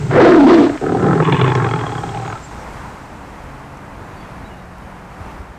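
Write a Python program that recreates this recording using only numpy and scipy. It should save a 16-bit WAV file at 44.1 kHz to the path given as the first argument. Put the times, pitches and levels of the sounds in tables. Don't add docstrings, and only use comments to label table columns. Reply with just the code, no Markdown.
import sys
import numpy as np
from scipy import signal
from scipy.fft import rfft, irfft, next_fast_len
from scipy.io import wavfile
from scipy.ndimage import uniform_filter1d, minimum_filter1d, map_coordinates

SR = 44100
rng = np.random.default_rng(int(sys.argv[2]) if len(sys.argv) > 2 else 0)


def wav_out(sig):
    wavfile.write(sys.argv[1], SR, np.round(np.clip(np.atleast_2d(sig).T, -1, 1) * 32767).astype(np.int16))


N = 246078

# frequency in Hz, relative density in dB per Hz.
AIR_SPECTRUM = [(20, -14.5), (55, 0), (105, -6.5), (140, -4.5), (170, -9.5), (200, -5.5), (235, -10),
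                (280, -10), (345, -13), (550, -13.5), (880, -10), (1700, -18.5), (2400, -24.5),
                (3500, -34.5), (5500, -38), (8000, -40.5), (15000, -51.5)]
# frequency in Hz, relative density in dB per Hz.
HISS_SPECTRUM = [(2500, -8), (4000, -9.5), (6000, -10), (7600, -8.5), (8600, -9.5), (8800, -43.5),
                 (12000, -90.5)]
AIR_DB, AIR_SWELL_DB, AIR_SWELL_S, AIR_SETTLE_S = -34, 3.5, 2.52, 0.25
HISS_DB, HISS_FADE_S, HISS_FADE_DB_PER_S = -43, 2.1, 13
HISS_DIP_S, HISS_DIP_WIDTH_S, HISS_DIP_DB = .85, 0.1, 1.5

# frequency in Hz, T60 in seconds.
ENCLOSURE_T60 = [(150, 0.23), (1000, 0.18), (4000, 0.078), (10000, 0.32)]

# time in seconds, effort in dB.
GROWL_EFFORT = [(.812, -14.5), (.838, -5.5), (1.079, -.3), (1.5, 0), (1.68, -2), (1.86, -6.5), (2.1, -8),
                (2.33, -9), (2.39, -22)]
# time in seconds, strength in dB.
FOLD_SLAPS = [(0.837, -22.5), (0.862, -15.5), (0.918, -14), (1.129, -1.5), (1.2, 2.5), (1.295, -12.5),
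              (1.322, 4), (1.365, -13), (1.412, -7), (1.441, -11), (1.517, 2.5), (1.55, -2.5), (1.599, -14),
              (1.71, -11), (1.735, -0.5), (1.809, -21), (1.951, -9.5), (1.979, -13), (2.034, -15.5),
              (2.089, -19.5), (2.196, -21), (2.324, -17)]
FLAP_HZ, FLAP_HZ_PER_DB, SLOWEST_FLAP_HZ, FLAP_SCATTER_CYCLES = 46.58, 3, 36.49, 0.07

# centre in Hz, width in Hz, gain in dB.
BELLY_MODES = [(86, 35, -9), (170, 45, 0)]
# centre in Hz, width in Hz, gain in dB.
THROAT_MODES = [(236, 37, -8.5), (285, 42, -4), (406, 64, -2)]
RUMBLE_TIMES_S = (-0.045, 0.2, 0.13, 0.44)
RUMBLE_HZ, RUMBLE_ROUGHNESS = 150.1, 0.5
RUMBLE_DB, RUMBLE_RISE_DB, RUMBLE_FALL_DB, UNDER_ROAR_DB = -15.5, 6, 20.5, -31.5
RUMBLE_THROAT_DB, RUMBLE_NOSE_DB = -12.5, -26.5

# time in seconds, pitch in Hz, roughness (clipped to 0-1).
ROAR_PITCH = [(.11, 360, 1.02), (.18, 459.5, .5), (.245, 350.1, 0.64), (.27, 384.7, 0.94), (.32, 362.4, .5),
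              (.375, 334.2, 0.46), (.395, 280.4, 0.25), (.455, 271.9, 0.19), (.495, 345, 0.46),
              (.56, 297.9, .45), (.75, 295, 0.53)]
# multiple of the pitch, level in dB.
ROAR_OVERTONES = [(2, -26.5), (3, -17), (4, -29.5), (5, -28.5)]
# frequency in Hz, relative density in dB per Hz.
RASP_SPECTRUM = [(440, -40), (750, 4), (1090, -8), (1180, -4), (1410, -8.5), (1550, -8), (2010, -12),
                 (2070, -11.5), (2390, -22.5), (3200, -29.5), (4160, -62.5), (7040, -120)]
# frequency in Hz, relative density in dB per Hz.
SPRAY_SPECTRUM = [(1410, -24), (2400, 2), (2520, -1), (2720, -0.5), (3350, -1), (4210, -4.5), (6120, -15),
                  (8500, -24.5), (11000, -63), (18700, -120)]
# time in seconds, half-length in seconds, rasp in dB, spray in dB.
AIR_BLASTS = [(0.232, .016, 6, 3), (0.524, 0.034, 4.5, 6.5), (.648, 0.018, -1.5, 5)]
# start, full level, release and end, all in seconds.
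ROAR_TIMES_S = (.12, .185, .59, .755)
ROAR_DB, ROAR_RISE_DB, ROAR_FALL_DB = -3, 15.5, 19.5
RASP_DB, RASP_DB_PER_OCT, RASP_ROUGH_DB, RASP_FOLLOWS = -25, 13.5, 11, 0.67
SPRAY_DB, SPRAY_ROUGH_DB, SPRAY_FOLLOWS = -37, 11.5, 1

# time in seconds, depth in dB.
VOICE_CATCHES = [(.57, 7), (.885, -0.5), (.945, 0), (.99, 5.5), (1.186, 4), (1.254, 12.5), (1.374, 12),
                 (1.535, 8.5), (1.608, 3), (1.7, 6), (1.865, 2), (2.235, -1)]
CATCH_WIDTH_S, BRIGHT_CATCH_SHARE = 0.0099, 0.16

# time in seconds, peak in dB, low edge in Hz, high edge in Hz.
TICK_BANDS = [(0.775, -21, 1172, 2430), (1.552, -24, 4610, 6900), (2.35, -26, 1285, 1355),
              (3.772, -42, 5440, 8000), (4.783, -43.5, 4000, 14500)]

# time in seconds, jaw opening 0-1, share of bared teeth 0-1.
JAW_AND_LIPS = [(.82, 0, 0), (1.0, 0.22, 0.15), (1.205, 0.51, 0.09), (1.235, 0.92, 0.77),
                (1.44, 0.88, 0.86), (1.55, 0.6, 0.51), (1.76, 0.64, 0.56), (2.0, 0.38, 0.31),
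                (2.38, 0.35, 0.42)]
# shut centre in Hz, open centre in Hz, width in Hz,
# shut gain in dB, open gain in dB.
MOUTH_MODES = [(727, 927, 60, 22.5, 19), (1025, 1090, 94, 6.5, 24), (1266, 1286, 97, 17.5, 7.5),
               (1370, 1720, 240, -2.5, 17.5)]
# centre in Hz, width in Hz, gain in dB.
BARED_TEETH_MODES = [(2100, 130, 10), (2550, 170, 4), (2850, 190, 1.5), (3480, 170, 1.5),
                     (4030, 240, -12.5)]
# centre in Hz, width in Hz, gain in dB.
COVERED_TEETH_MODES = [(2130, 93, 9.5), (2790, 190, -1), (3400, 1000, -5), (4080, 760, -27)]
# centre in Hz, width in Hz, gain in dB.
LIP_GAP_MODES = [(3267, 46, 0)]
CHEST_DB, CHEST_FOLLOWS, CHEST_JOIN_LOSS_DB = -14, 1.8, 4
TAUT_ROUGHNESS, SLACK_ROUGHNESS = 0.38, 0.36
CHEST_TAUT_HZ, CHEST_SLACK_HZ, SAG_START_S, SAG_TIME_CONSTANT_S = 187.7, 109, 1.06, .3
THUMP_HZ, THUMP_WIDTH_HZ, THUMP_SHARE = 120, 42, 0.47
THROAT_DB, THROAT_FADE_DB_PER_S = -12, 10
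MOUTH_DB, TEETH_DB, BARING_DB = -20, -46.5, 23
WHISTLE_S, WHISTLE_WIDTH_S, WHISTLE_DB = 1.91, 0.12, -4.5
LEAK, LEAK_PER_DB = 0.73, 0.07

# start in seconds, length in seconds, start pitch in Hz, end pitch in Hz, level in dB.
BIRD_CHIRPS = [(2.23, .11, 7300, 6410, -46), (2.405, 0.094, 7450, 7260, -42),
               (2.476, 0.073, 6850, 6300, -52), (2.56, .1, 6340, 5100, -53), (4.06, .1, 3850, 3800, -60),
               (4.12, .17, 4500, 4550, -56.5), (4.18, 0.12, 3400, 3280, -54),
               (4.426, .075, 3860, 3900, -53), (4.47, .11, 2890, 2850, -47), (4.568, .07, 3860, 3800, -55)]
# start in seconds, end in seconds, pitch in Hz, level in dB.
FAR_HUMS = [(3.57, 3.9, 138, -41), (3.1, 3.95, 280, -45.5), (4.38, 5.35, 180, -42)]
# time in seconds, envelope peak in dB, pitch in Hz.
WIND_BUFFETS = [(4.021, -27, 92), (4.441, -28, 79), (4.729, -28, 69), (5.22, -27.5, 85), (5.408, -22.5, 68)]

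TOP_HZ = 15050


def amp(db):
    return 10 ** (np.asarray(db) / 20)


def unit(x):
    return x / np.sqrt(np.mean(x ** 2) + 1e-20)


def steady(x, size=3500):
    power = uniform_filter1d(uniform_filter1d(x * x, size), size)
    return x / np.sqrt(np.abs(power) + 1e-6 * np.mean(x * x))


def clock():
    return np.arange(N) / SR


def along(points, hz):
    f, v = np.transpose(points)
    return np.interp(np.log(hz + 1), np.log(f + 1), v)


def curves(rows):
    s, *cols = np.transpose(rows)
    return [np.interp(clock(), s, c) for c in cols]


def during(start, end, fade=0.015):
    return np.clip(1 + np.minimum(clock() - start, end - clock()) / fade, 0, 1)


def bump(s, width):
    return np.exp(-((clock() - s) / width) ** 2 / 2)


def swell(times_s, rise_db, fall_db):
    return np.interp(clock(), times_s, [-rise_db, 0, 0, -fall_db])


def wobble(rate):
    return map_coordinates(rng.standard_normal(N // 8), [np.arange(N) * rate / SR], mode="mirror")


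def filtered(x, response):
    m = next_fast_len(N + SR // 2)
    return irfft(rfft(x, m) * response(np.fft.rfftfreq(m, 1 / SR)), m)[:N]


def coloured(x, spectrum):
    return unit(filtered(x, lambda hz: amp(along(spectrum, hz))))


def band(x, low_hz, high_hz, order=3):
    edges = [low_hz, min(high_hz, .45 * SR)]
    return signal.sosfilt(signal.butter(order, edges, "band", fs=SR, output="sos"), x)


def resonate(x, modes):
    def response(f):
        return sum((-1) ** k * amp(db) * 1j * f * w / (c * c - f * f + 1j * f * w)
                   for k, (c, w, db) in enumerate(modes))
    return filtered(x, response)


def glide(x, hz, width):
    turn = np.exp(2j * np.pi * np.cumsum(hz) / SR)
    pole = np.exp(-np.pi * width / SR)
    smooth = signal.lfilter([1 - pole], [1, -pole], x * turn.conj())
    return unit((smooth * turn).real)


def flaps(rate, scatter, size_db):
    at = np.flatnonzero(np.diff(np.floor(np.cumsum(rate) / SR)))
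    late, size = rng.standard_normal((len(at), 2)).T
    at = np.clip(at + scatter * late * SR / rate[at], 0, N - 1).astype(int)
    return np.bincount(at, amp(size_db * size), N)


def puffs(pulses, life_s, leak):
    pole = np.exp(-1 / (life_s * SR))
    flow = signal.lfilter([1], np.poly([pole, pole]), pulses)
    return (unit(flow) + leak) * rng.standard_normal(N)


def outdoors():
    t = clock()
    settle = np.exp(-np.abs(t - AIR_SWELL_S) / AIR_SETTLE_S)
    swell_db = AIR_SWELL_DB * during(AIR_SWELL_S, t[-1]) * settle
    air = coloured(rng.standard_normal(N), AIR_SPECTRUM) * amp(AIR_DB + swell_db + wobble(5.1))
    fade_db = HISS_FADE_DB_PER_S * np.maximum(t - HISS_FADE_S, 0)
    hiss_db = HISS_DB - fade_db - HISS_DIP_DB * bump(HISS_DIP_S, HISS_DIP_WIDTH_S)
    return air + amp(hiss_db) * coloured(rng.standard_normal(N), HISS_SPECTRUM)


def folds():
    effort_db, = curves(GROWL_EFFORT)
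    cycles = np.cumsum(np.maximum(FLAP_HZ + FLAP_HZ_PER_DB * effort_db, SLOWEST_FLAP_HZ)) / SR
    slap_at = [round(s * SR) for s, db in FOLD_SLAPS]
    marks = cycles[[0, *sorted(slap_at), N - 1]]
    whole = np.cumsum(np.maximum(1, np.round(np.diff(marks, prepend=0))))
    rate = SR * np.gradient(np.interp(cycles, marks, whole))
    hard = np.bincount(slap_at, [amp(db) for s, db in FOLD_SLAPS], N) / amp(effort_db - 15.5)
    clear = minimum_filter1d((hard == 0) * 1., size=700)
    rebounds = .3 * flaps(rate * 1.4, scatter=.3, size_db=2.5)
    beats = flaps(rate, FLAP_SCATTER_CYCLES, size_db=1.5)
    return clear * (beats + rebounds) + 3.0 * np.tanh(hard / 2.95)


def chest(pulses, pitch, rough):
    rough = np.clip(rough, 0, 1)
    phase = 2 * np.pi * np.cumsum(pitch * np.exp(0.13 * rough * wobble(70))) / SR
    hum = np.sqrt(2) * np.sin(phase)
    air = puffs(pulses, life_s=0.0044, leak=0.68)
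    ringing = glide(air, pitch, width=97) + 0.9 * unit(resonate(air, BELLY_MODES))
    throb = steady(band(ringing, 100, 198), size=2000)
    return steady((1 - rough) * hum + 1.7 * rough * throb, size=2000)


def throat(source):
    return steady(band(resonate(source, THROAT_MODES), 185, 545), size=2000)


def rumble(pulses):
    pitch = np.full(N, float(RUMBLE_HZ))
    start_s, end_s = RUMBLE_TIMES_S[0], RUMBLE_TIMES_S[-1]
    lead = amp(RUMBLE_DB + swell(RUMBLE_TIMES_S, RUMBLE_RISE_DB, RUMBLE_FALL_DB)) * during(start_s, end_s)
    under = amp(UNDER_ROAR_DB) * during(end_s, ROAR_TIMES_S[-1] - .03)
    throat_air = throat(puffs(pulses, life_s=0.0014, leak=1.2))
    closed = chest(pulses, pitch, RUMBLE_ROUGHNESS) + amp(RUMBLE_THROAT_DB) * throat_air
    nose = amp(RUMBLE_NOSE_DB) * unit(band(rng.standard_normal(N), 1200, 2300))
    return lead * (closed + nose) + under * chest(pulses, pitch, rough=1.0)


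def enclosure(x):
    hz, t, z = signal.stft(rng.standard_normal(SR // 2), SR, nperseg=256)
    decay = amp(-60 * t / along(ENCLOSURE_T60, hz)[:, None])
    tail = signal.istft(z * decay, SR, nperseg=256)[1]
    return signal.fftconvolve(np.pad(x, (300, 0)), tail / np.linalg.norm(tail))[:N]


def catches():
    return sum(db * bump(s, CATCH_WIDTH_S) for s, db in VOICE_CATCHES)


def roar():
    pitch, rough = curves(ROAR_PITCH)
    rough = np.clip(rough, 0, 1)
    push_db = swell(ROAR_TIMES_S, ROAR_RISE_DB, ROAR_FALL_DB) - catches()
    rasp_db = RASP_DB + RASP_FOLLOWS * push_db + RASP_DB_PER_OCT * np.log2(pitch / 300) + RASP_ROUGH_DB * rough
    spray_db = SPRAY_DB + SPRAY_FOLLOWS * push_db + SPRAY_ROUGH_DB * rough
    for s, width, more_rasp_db, more_spray_db in AIR_BLASTS:
        rasp_db = rasp_db + more_rasp_db * bump(s, width)
        spray_db = spray_db + more_spray_db * bump(s, width)

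    jitter = np.exp(.24 * rough * wobble(200) + 0.1153 * rough * wobble(75))
    phase = 2 * np.pi * np.cumsum(pitch * jitter) / SR
    overtones = sum(amp(db + 2.5 * wobble(50)) * np.sin(round(k) * phase) for k, db in ROAR_OVERTONES)
    tone = np.sin(phase) + overtones

    tears = flaps(np.full(N, 85.), scatter=0.56, size_db=8)
    air = puffs(tears, life_s=0.0025, leak=1.0) * (1 + 0.78 * np.sin(phase))
    ringing = resonate(air, [(250, 160, 4.9), (492, 73, 2.5), (677, 85, 1.8)])
    torn = steady(band(ringing, 200, 913))
    voice = steady(band(tone * amp(2.9 * rough * wobble(109.2)) + 0.87 * rough * torn, 180, 4400))
    rasp = amp(rasp_db) * steady(coloured(air, RASP_SPECTRUM))
    spray = amp(spray_db) * steady(coloured(puffs(tears, life_s=0.0037, leak=3.3), SPRAY_SPECTRUM))
    return (amp(ROAR_DB + push_db) * voice + rasp + spray) * during(ROAR_TIMES_S[0], ROAR_TIMES_S[-1], fade=0.024)


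def ticks(life_s=0.003):
    t, out = np.arange(SR // 20) / SR, np.zeros(N)
    for s, db, low_hz, high_hz in TICK_BANDS:
        tick = band(rng.standard_normal(len(t)) * np.exp(-t / life_s), low_hz, high_hz)
        out[round(s * SR):][:len(t)] += amp(db) * tick / np.abs(tick).max()
    return out


def slackening_chest(pulses):
    t = clock()
    taut = np.exp(-np.maximum(t - SAG_START_S, 0) / SAG_TIME_CONSTANT_S)
    joining = np.interp(t, [GROWL_EFFORT[0][0], SAG_START_S], [1, 0])
    rough = SLACK_ROUGHNESS + (TAUT_ROUGHNESS - SLACK_ROUGHNESS) * taut + joining
    pitch = CHEST_SLACK_HZ + (CHEST_TAUT_HZ - CHEST_SLACK_HZ) * taut
    hum = amp(-CHEST_JOIN_LOSS_DB * joining) * chest(pulses, pitch, rough)
    thump = steady(band(glide(pulses, np.full(N, float(THUMP_HZ)), THUMP_WIDTH_HZ), 114, 173))
    slack = np.clip(THUMP_SHARE * (1 - taut) ** 9, 0, 1)
    return np.sqrt(1 - slack) * hum + np.sqrt(slack) * thump


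def moving_mouth(source, jaw):
    mouth = np.zeros(N)
    for shut_hz, open_hz, width, shut_db, open_db in MOUTH_MODES:
        gain_db = shut_db + (open_db - shut_db) * jaw + 3.4 * wobble(39.85)
        mouth += amp(gain_db) * glide(source, shut_hz + (open_hz - shut_hz) * jaw, width)
    return steady(band(mouth + 0.14 * unit(band(source, 1300, 2100)), 570, 1850), size=3000)


def teeth_rattle(spit, bared):
    teeth = bared * unit(resonate(spit, BARED_TEETH_MODES))
    teeth = teeth + (1 - bared) * unit(resonate(spit, COVERED_TEETH_MODES))
    whistle = amp(WHISTLE_DB) * bump(WHISTLE_S, WHISTLE_WIDTH_S) * unit(resonate(spit, LIP_GAP_MODES))
    return steady(band(teeth + whistle, 2390, 4150))


def growl(pulses):
    t, (effort_db,), catch_db, start_s = clock(), curves(GROWL_EFFORT), catches(), GROWL_EFFORT[0][0]
    jaw, bared = np.clip(curves(JAW_AND_LIPS), 0, 1)
    leak = LEAK * np.exp(LEAK_PER_DB * effort_db)
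    source = puffs(pulses, life_s=0.0018, leak=1.9 * leak)
    spit = puffs(pulses, life_s=0.0018, leak=0.67 * leak) * amp(2.3 * wobble(38.6))

    throat_db = THROAT_DB + effort_db - THROAT_FADE_DB_PER_S * (t - start_s)
    low = amp(CHEST_DB + CHEST_FOLLOWS * effort_db) * slackening_chest(pulses) + amp(throat_db) * throat(source)
    teeth_db = TEETH_DB + 0.7 * effort_db + BARING_DB * bared
    bright = amp(MOUTH_DB + effort_db) * moving_mouth(source, jaw) + amp(teeth_db) * teeth_rattle(spit, bared)
    caught = amp(-catch_db) * low + amp(-BRIGHT_CATCH_SHARE * catch_db) * bright
    return caught * during(start_s, GROWL_EFFORT[-1][0])


def birds():
    out, waver = np.zeros(N), 1 + 0.017 * wobble(250)
    for s, length, start_hz, end_hz, db in BIRD_CHIRPS:
        i, n = round(s * SR), round(length * SR)
        pitch = np.linspace(start_hz, end_hz, n) * waver[i:i + n]
        out[i:i + n] += amp(db) * np.hanning(n) * np.sin(2 * np.pi * np.cumsum(pitch) / SR)
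    return out * amp(2.8 * wobble(70))


def hums():
    out = np.zeros(N)
    for start, end, hz, db in FAR_HUMS:
        level = amp(db + 0.78 * wobble(9.8)) * during(start, end, fade=0.32)
        phase = 2 * np.pi * np.cumsum(hz * (1 + 0.012 * wobble(25))) / SR
        out += level * np.sin(phase)
    return out


def buffets(width_s=0.0066):
    t, out = clock(), np.zeros(N)
    for s, db, hz in WIND_BUFFETS:
        out += amp(db) * bump(s, width_s) * np.sin(2 * np.pi * (hz * (t - s) + rng.random()))
    return out


def scene():
    pulses = folds()
    tiger = rumble(pulses) + roar() + growl(pulses)
    around = outdoors() + ticks() + birds() + hums() + buffets()
    return (tiger + amp(-15.5) * enclosure(tiger) + around)[None]


def record(dry):
    ceiling = .93
    needed = np.minimum(1, ceiling / (np.abs(dry[0]) + 1e-9))
    gain = uniform_filter1d(minimum_filter1d(needed, size=90), size=80)
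    return filtered(dry[0] * gain, lambda hz: hz < TOP_HZ)[None]


dry = scene()
out = record(dry)
wav_out(out)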